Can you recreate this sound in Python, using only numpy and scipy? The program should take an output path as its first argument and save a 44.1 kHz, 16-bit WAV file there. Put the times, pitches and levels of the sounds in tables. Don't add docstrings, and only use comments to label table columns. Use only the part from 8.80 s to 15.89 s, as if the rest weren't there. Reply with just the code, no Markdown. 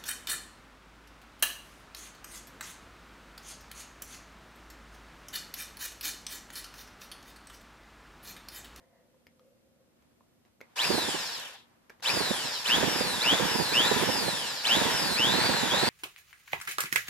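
import sys
import numpy as np
from scipy import signal
from scipy.fft import rfft, irfft, next_fast_len
from scipy.io import wavfile
from scipy.ndimage import uniform_filter1d, map_coordinates

SR = 44100
rng = np.random.default_rng(int(sys.argv[2]) if len(sys.argv) > 2 else 0)


def magnitude_from_level(level_db):
    exponent = np.asarray(level_db, float) / 20
    return 10 ** exponent


def to_wav(sig):
    pcm = np.clip(np.atleast_2d(sig), -1, 1) * 32767
    pcm = np.round(pcm).astype(np.int16)
    wavfile.write(sys.argv[1], SR, pcm.T)


N = 312669

BARS = 12
KICK_HZ = 651.3
KNEE_HZ, CLIMB_S = 2602, .2
FRICTION_HZ, COAST_S = 5040, 1.9
# (on [s], off [s], bar rate reached [Hz], surge [Hz/s], bite of the bit [dB])
TRIGGER_PULLS = [
    (1.955, 2.054, 2612, 20940, -0.03),
    (3.225, 3.309, 2672, 24280, 0),
    (3.838, 3.963, 3510, 30950, -0.5),
    (4.408, 4.549, 3498, 19000, -0.5),
    (4.919, 5.081, 3784, 22100, -0.5),
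    (5.832, 5.965, 3650, 28700, 0.5),
    (6.36, 6.671, 4330, 21970, -2),
    (6.906, 7.088, 4270, 22000, -2.5),
]


def speed():
    bar_hz, on, bite_db = np.zeros((3, N))
    t = np.arange(N) / SR
    for start, stop, top_hz, surge, db in TRIGGER_PULLS:
        a = round(start * SR)
        b = min(round(stop * SR), N - 1)
        low_hz = bar_hz[a] or KICK_HZ
        knee_hz = max(low_hz, KNEE_HZ)
        knee = min(start + (knee_hz - low_hz) / surge, stop - 1e-3)
        progress = np.expm1((knee - t[a:b]) / CLIMB_S) / np.expm1((knee - stop) / CLIMB_S)
        climb = knee_hz + (top_hz - knee_hz) * progress
        bar_hz[a:b] = np.where(t[a:b] < knee, low_hz + surge * (t[a:b] - start), climb)
        coast = (top_hz + FRICTION_HZ) * np.exp((stop - t[b:]) / COAST_S) - FRICTION_HZ
        bar_hz[b:] = np.maximum(coast, 0)
        on[a:b] = 1
        bite_db[a:] = db
    return bar_hz, uniform_filter1d(on, size=200), bite_db


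MAINS_HZ = 119.912
JITTER = .0006


def motor():
    bar_hz, powered, _ = speed()
    shaft_hz = bar_hz / BARS * (1 + JITTER * wobble(60))
    throb = powered * np.cos(2 * np.pi * MAINS_HZ * np.arange(N) / SR)
    turn = 2 * np.pi * np.cumsum(shaft_hz) / SR
    return shaft_hz, turn, powered, throb


RUNDOWN_S = 0.019
ATTACK_S = 0.0081
RATTLE_DB, RATTLE_DB_PER_DECADE, POWER_DB, STALL_HZ = -37, 22, 2, 313
HISS_DB, HISS_DB_PER_DECADE, HISS_POWER_DB, HISS_STALL_HZ = -2.5, -11.5, 0, 770
FAN_DB, FAN_DB_PER_DECADE, FAN_FULL_HZ, FAN_LAG_S = -33.5, 61.5, 2510, 0.03
WHINE_DB, WHINE_DB_PER_DECADE = 1.5, 5


def running():
    bar_hz, on, bite_db = speed()
    bar_hz = np.maximum(bar_hz, trailing(bar_hz, RUNDOWN_S))

    def decades(hz, ref_hz):
        return np.log10(hz / ref_hz + 1e-3)

    def stall_db(hz):
        return 20 * np.minimum(decades(bar_hz, hz), 0)

    opening_db = 40 * np.log10(trailing(1. 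* (bar_hz > 0), ATTACK_S / 2) + 1e-3)
    push_db = trailing(POWER_DB * on + bite_db, 0.004)
    rattle_db = RATTLE_DB + RATTLE_DB_PER_DECADE * decades(bar_hz, 2793)
    rattle_db = rattle_db + push_db + stall_db(STALL_HZ) + opening_db
    pace = decades(bar_hz + 300, 2000)
    hiss_db = HISS_DB + HISS_DB_PER_DECADE * pace + HISS_POWER_DB * on + stall_db(HISS_STALL_HZ).clip(-9)
    fan_pace = np.minimum(decades(trailing(bar_hz, FAN_LAG_S), FAN_FULL_HZ), 0)
    fan_db = FAN_DB + FAN_DB_PER_DECADE * fan_pace
    whine_db = WHINE_DB + WHINE_DB_PER_DECADE * pace
    return rattle_db, hiss_db, fan_db, whine_db


OVERTONES_FLUTTER_DB = 2.2
STRONG_ORDERS = [11, 14, 17, 22, 23, 25, 28, 31, 32, 34, 35, 36, 37, 38, 46, 47, 48, 53, 57, 59, 60, 61, 70,
                 71, 72]
STRONG_ORDER_LEVELS = [-11.5, -12, -14, -3.5, 0.5, -7, -5, -10, -10, -8, -5, -3.5, -7, -9, 1.5, -4, -2.5, 1,
                       -9, 3, 0, -5, -1, 2, 4]


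def comb(turn, orders):
    strong = dict(zip(STRONG_ORDERS, STRONG_ORDER_LEVELS))
    gains = magnitude_from_level([strong.get(order, -15) for order in orders])
    angle = np.linspace(0, 2 * np.pi, num=8193)
    start, other = rng.uniform(-np.pi, np.pi, (2, len(orders)))
    phases = [start, start + other * np.clip(orders / 45, 0, 1) ** 2]
    shapes = [gains @ np.sin(orders[:, None] * angle + phase[:, None]) for phase in phases]
    lines = np.array([np.interp(turn % (2 * np.pi), angle, shape) for shape in shapes])
    flutter_db = np.clip(orders[0] / 30, .5, 1) * OVERTONES_FLUTTER_DB * wobble(30)
    return magnitude_from_level(flutter_db) * lines


BAR_DB, UPPER_DB, FLUTTER_DB = -5.5, -12, 1.2
# (frequency [Hz], level [dB])
HOUSING = [(700, -42), (1700, -33), (2350, -9), (2750, -5.5), (3050, 0.5), (3400, -2.5), (4000, 0.5),
           (4900, -0.5), (5550, -3.5), (6000, -21.5), (7000, -9.5), (10000, -12.5), (14000, -27)]


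def whine(shaft_hz, turn, powered, throb):
    rattle_db, _, _, whine_db = running()
    orders = np.setdiff1d(np.arange(5, 86), [BARS, BARS + 1, 2 * BARS])
    groups = np.array_split(orders, 6)
    lines = sum(comb(turn, group) * np.clip(5 - group[0] * shaft_hz / 3500, 0, 1) for group in groups)
    torque = powered * np.clip(3.9 - shaft_hz / 88, 0, 1)
    octave_torque = powered * np.clip(2.6 - shaft_hz / 80, 0, 1)
    bar = magnitude_from_level(BAR_DB + 17.3 * torque + 0.98 * wobble(40)) * np.sin(BARS * turn)
    octave = magnitude_from_level(0.7 + 13.7 * octave_torque + FLUTTER_DB * wobble(40)) * np.sin(2 * BARS * turn)
    upper = magnitude_from_level(UPPER_DB + shaft_hz / 30 + 0.9 * wobble(37)) * np.sin((BARS + 1) * turn)
    lines = upper + (1 + 0.96 * throb) * (bar + octave) + magnitude_from_level(-4 * powered) * lines
    return filtered(magnitude_from_level(rattle_db + whine_db) * lines, lambda hz: magnitude_from_level(along(HOUSING, hz)))


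GRIND_DB, GRIND_FULL_HZ = -55, 21
# (frequency [Hz], level [dB per Hz])
RATTLE = [(290, -18), (500, -3.5), (683, -4), (973, 1.5), (1210, -4), (1760, 2), (2060, -4), (2730, -3.5),
          (3070, -7.5), (3310, -6), (3560, -0.5), (4280, -11), (4710, -3.5), (6030, -28), (6500, -37.5),
          (8450, -50), (14300, -120)]
# (frequency [Hz], level [dB per Hz])
HISS = [(3240, -49.5), (5500, 2.5), (6100, -5.5), (6870, -1.5), (8000, -7), (13400, -13.5), (14700, -19)]
# (frequency [Hz], level [dB per Hz])
GRIND = [(1500, -32), (2500, -6), (3300, 3), (4500, -6), (7000, -27)]
# (frequency [Hz], left-right likeness [-1 to 1])
DRILL_ALIKE = [(500, 0.85), (1400, 0.58), (3000, 0.11), (5000, 0.14), (8000, 0.067), (14000, 0.12)]


def rush(turn, throb):
    rattle_db, hiss_db = running()[:2]
    rattle_beat_db = 0.44 * np.sin(turn) + 0.24 * throb + 0.6 * wobble(70)
    rattle = unit(magnitude_from_level(rattle_beat_db) * pair(RATTLE, DRILL_ALIKE))
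    hiss_beat_db = 1.5 * np.sin(turn + 1) + 0.87 * throb + 0.66 * wobble(90)
    hiss = unit(magnitude_from_level(hiss_beat_db) * pair(HISS, DRILL_ALIKE))
    shaft_hz = np.gradient(turn) * SR / (2 * np.pi)
    spinning = trailing(np.clip(shaft_hz / GRIND_FULL_HZ, 0, 1), RUNDOWN_S)
    grind = magnitude_from_level(GRIND_DB) * spinning * pair(GRIND, DRILL_ALIKE)
    return grind + magnitude_from_level(rattle_db + 6.0) * rattle + magnitude_from_level(rattle_db + hiss_db + 3.5) * hiss


PUFF_S = 0.0096
# (frequency [Hz], level [dB per Hz])
DRAUGHT = [(15, -61), (25, -10), (205, 6.5), (405, 2.5), (454, 4), (681, -5), (972, 3), (1200, -41),
           (1560, -46), (2640, -120)]
# (time [s], peak level [dB], frequency [Hz])
PUFFS = [(2.102, -16.5, 440), (2.143, -20, 447), (2.178, -18, 334), (2.282, -20, 335), (2.344, -24, 330),
         (3.367, -23, 334.3), (3.404, -20, 375), (3.505, -21, 214), (3.975, -19.5, 646),
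         (4.028, -13.5, 513), (4.072, -20, 517), (4.206, -20, 250), (4.526, -15, 285), (4.598, -17.5, 478),
         (4.646, -20.5, 454), (4.751, -16, 288), (5.001, -20.5, 312), (5.113, -14, 432.5),
         (5.16, -17.5, 222.8), (5.226, -19.5, 346), (5.289, -15.5, 611), (5.479, -18.5, 381.6),
         (5.966, -22, 233.5), (6.014, -18, 458), (6.444, -25.5, 243), (6.537, -19, 627),
         (6.582, -18.5, 363), (6.689, -18.5, 301), (6.94, -18.5, 538), (7.027, -16, 342)]


def draught():
    lumps = magnitude_from_level(4 * np.array([wobble(70), wobble(70)]))
    air = magnitude_from_level(running()[2] + [[-14], [3]]) * unit(lumps * noise(DRAUGHT, channels=2))
    t = np.arange(SR // 10) / SR
    push, swirl = np.zeros((2, N + len(t)))
    for (s, db, hz), phase in zip(PUFFS, rng.random(len(PUFFS))):
        u = t * hz / 0.66
        v = t / PUFF_S
        i = round(s * SR)
        push[i:][:len(t)] += magnitude_from_level(db + 0.5) * u * np.exp(1 - u) * np.sin(2 * np.pi * (hz * t + phase))
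        swirl[i:][:len(t)] += magnitude_from_level(db - 5.0) * v * np.exp(1 - v * v)
    thumps = filtered(push[:N], lambda hz: 1j * hz / (90 + 1j * hz))
    swirls = swirl[:N] * noise([(60, -12), (200, 1.5), (500, 1.5), (1000, -7.5), (1600, -51)])
    return air + magnitude_from_level([[-24], [0]]) * (thumps + swirls)


# (time [s], peak level [dB], ring [Hz], treble over peak [dB], left-right [dB])
CLICKS = [(0.344, -62, 958, -25, 2), (0.468, -48, 2100, -12.5, 4), (0.595, -56.5, 1220, -14, 2),
          (1.224, -64, 1020, -9, -1.5), (1.408, -53, 1030, -36, 2.0), (1.651, -62, 2010, -13, 2.0),
          (1.806, -47, 1420, -18, 7), (1.813, -36.5, 2110, -19.5, -3), (3.097, -43.5, 2270, -15.5, 1.5),
          (3.102, -40, 1650, -20, -2), (3.199, -54, 2020, -17, 2), (3.205, -64.5, 925, 2, 0.5),
          (3.222, -49, 3820, -25, 2.5)]


def clicks():
    t = np.arange(SR // 20) / SR
    out = np.zeros((2, N + len(t)))
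    for s, db, hz, treble_db, pan_db in CLICKS:
        ring = magnitude_from_level(-60 * t / 0.014) * np.sin(2 * np.pi * hz * t)
        knock = 0.39 * magnitude_from_level(-60 * t / .025) * np.sin(2 * np.pi * 540 * t)
        dulled = np.convolve(rng.standard_normal(len(t)), np.ones(5) / 3, "same")
        scatter = magnitude_from_level(treble_db + 11 - 60 * t / .015) * dulled
        crack = magnitude_from_level(treble_db - 18 - 60 * t / .008) * np.diff(rng.standard_normal(len(t) + 1))
        gain = magnitude_from_level(db + 1.3 + pan_db * np.array([[.5], [-.5]]))
        i = round(s * SR)
        out[:, i:i + len(t)] += gain * (ring + knock + scatter + crack)
    return out[:, :N]


# (frequency [Hz], t60 [s])
WALLS = [(300, 0.19), (2000, 0.17), (8000, 0.073), (14000, 0.043)]


def walls(x):
    hz, t, z = signal.stft(rng.standard_normal((2, SR // 2)), SR, nperseg=256)
    fade = magnitude_from_level(-60 * t / along(WALLS, hz)[:, None])
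    tail = signal.istft(z * fade, SR, nperseg=256)[1]
    return signal.fftconvolve(x, tail / np.linalg.norm(tail[0]), axes=1)[:, :N]


AIR_DB = -76
DRONE_DB, DRONE_WAVERS_DB, DRONE_REST_DB = -72.5, 2.5, -85
DRONE_STOPS_S, DRONE_FADES_DB_PER_S = 0.91, 60
# (frequency [Hz], level [dB per Hz])
ROOM_AIR = [(15, -55), (25, -51), (49, -4.5), (206, -3), (241, -1.5), (262, -3.5), (390, -7), (434, -9.5),
            (538, -13.5), (648, -9), (846, -17.5), (941, -18), (14700, -29.5)]
# (frequency [Hz], left-right likeness [-1 to 1])
ROOM_AIR_ALIKE = [(60, 0.76), (130, 0.55), (290, 0.0055), (640, 0.064), (1410, 0.18), (3100, -0.19),
                  (6820, -0.43), (15000, 0.28)]
# (time [s], level [dB])
SCRAPES = [
    (0.0, -67),
    (.16, -67.5),
]
# (time [s], length [s], level [dB], fade over the length [dB])
RUSTLE = [
    (0.0, 0.53, -75, 12),
    (1.003, 0.32, -82, -8),
    (1.657, 0.1, -69, 25),
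    (1.813, 0.17, -65, 3),
    (2.802, 0.294, -65, 6.5),
    (3.095, 0.17, -58, 22),
]


def shop():
    t = np.arange(N) / SR
    air = magnitude_from_level(AIR_DB + 8.0 + 0.46 * wobble(3.7)) * pair(ROOM_AIR, ROOM_AIR_ALIKE)

    drone_db = DRONE_DB - DRONE_FADES_DB_PER_S * np.maximum(t - DRONE_STOPS_S, 0)
    drone_db = np.maximum(drone_db, DRONE_REST_DB) + DRONE_WAVERS_DB * wobble(7.6)
    drone = magnitude_from_level(drone_db) * noise([(440, -31), (500, -4.5), (530, -4.5), (580, -13), (640, -48.0)])
    hum = magnitude_from_level(-75.5 + 3.2 * wobble(13)) * np.sin(2 * np.pi * 237 * t)

    stroke_db = np.max([db - 105 * np.abs(t - s) for s, db in SCRAPES], axis=0)
    scrape = magnitude_from_level(stroke_db) * noise([(600, -40), (670, 7.0), (760, -17), (1000, -7), (1300, -35),
                                     (1850, -11.0), (2100, -12.5), (2500, -49)])

    rustle_db = np.full(N, -120.0)
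    for s, length, db, fade_db in RUSTLE:
        brushing = (t >= s) & (t < s + length)
        brush_db = np.where(brushing, db - fade_db * (t - s) / length, -120)
        rustle_db = np.maximum(rustle_db, brush_db)
    cloth = noise([(500, -1), (900, 6.0), (2000, -1.5), (4500, -10), (9000, -18)], channels=2)
    rustle = magnitude_from_level(rustle_db + 1.3 * wobble(23.0)) * cloth
    return air + drone + hum + scrape + rustle


def unit(x):
    return x / np.sqrt(np.mean(x ** 2) + 1e-20)


def along(points, hz):
    f, v = np.transpose(points)
    return np.interp(np.log(hz + 1), np.log(f + 1), v)


def wobble(rate):
    knots = rng.standard_normal(int(N * rate / SR) + 4)
    return map_coordinates(knots, [np.arange(N) * rate / SR])


def trailing(x, lag_s):
    keep = np.exp(-1 / (lag_s * SR))
    return signal.lfilter([1 - keep], [1, -keep], x)


def filtered(x, response):
    m = next_fast_len(N + SR // 2)
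    return irfft(rfft(x, m) * response(np.fft.rfftfreq(m, 1 / SR)), m)[..., :N]


def noise(spectrum, channels=1):
    white = rng.standard_normal((channels, N))
    return unit(filtered(white, lambda hz: magnitude_from_level(along(spectrum, hz))))


def pair(spectrum, alike):
    def mid_side(hz):
        angle = np.arccos(np.clip(along(alike, hz), -1, 1)) / 2
        return np.array([np.cos(angle), np.sin(angle)])

    mid, side = filtered(noise(spectrum, channels=2), mid_side)
    return np.array([mid + side, mid - side])


# (frequency [Hz], left-right [dB])
TILT = [(200, 2.5), (1300, 0.5), (4400, 1), (8000, 0), (14000, 11)]


def scene():
    side = np.array([[.5], [-.5]])

    def ports(hz):
        return magnitude_from_level(side * along(TILT, hz)) * np.exp(2j * np.pi * hz * side * 5e-5)

    shaft_hz, turn, powered, throb = motor()
    near = filtered(whine(shaft_hz, turn, powered, throb), ports) + clicks()
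    return near + magnitude_from_level(-8.5) * walls(near) + filtered(rush(turn, throb), ports) + draught() + shop()


def low_pass(x):
    return signal.sosfilt(signal.butter(12, 15650, fs=SR, output="sos"), x)


def record(dry):
    def microphones(hz):
        return (1j * hz / (42 + 1j * hz)) ** 2 * magnitude_from_level(np.interp(hz, [14500, 14800], [0, -45]))

    soft = dry / (1 + np.abs(dry / .28) ** 4) ** (1 / 4)
    heard = filtered(soft, microphones)
    return low_pass(heard)


dry = scene()
out = record(dry)
to_wav(out)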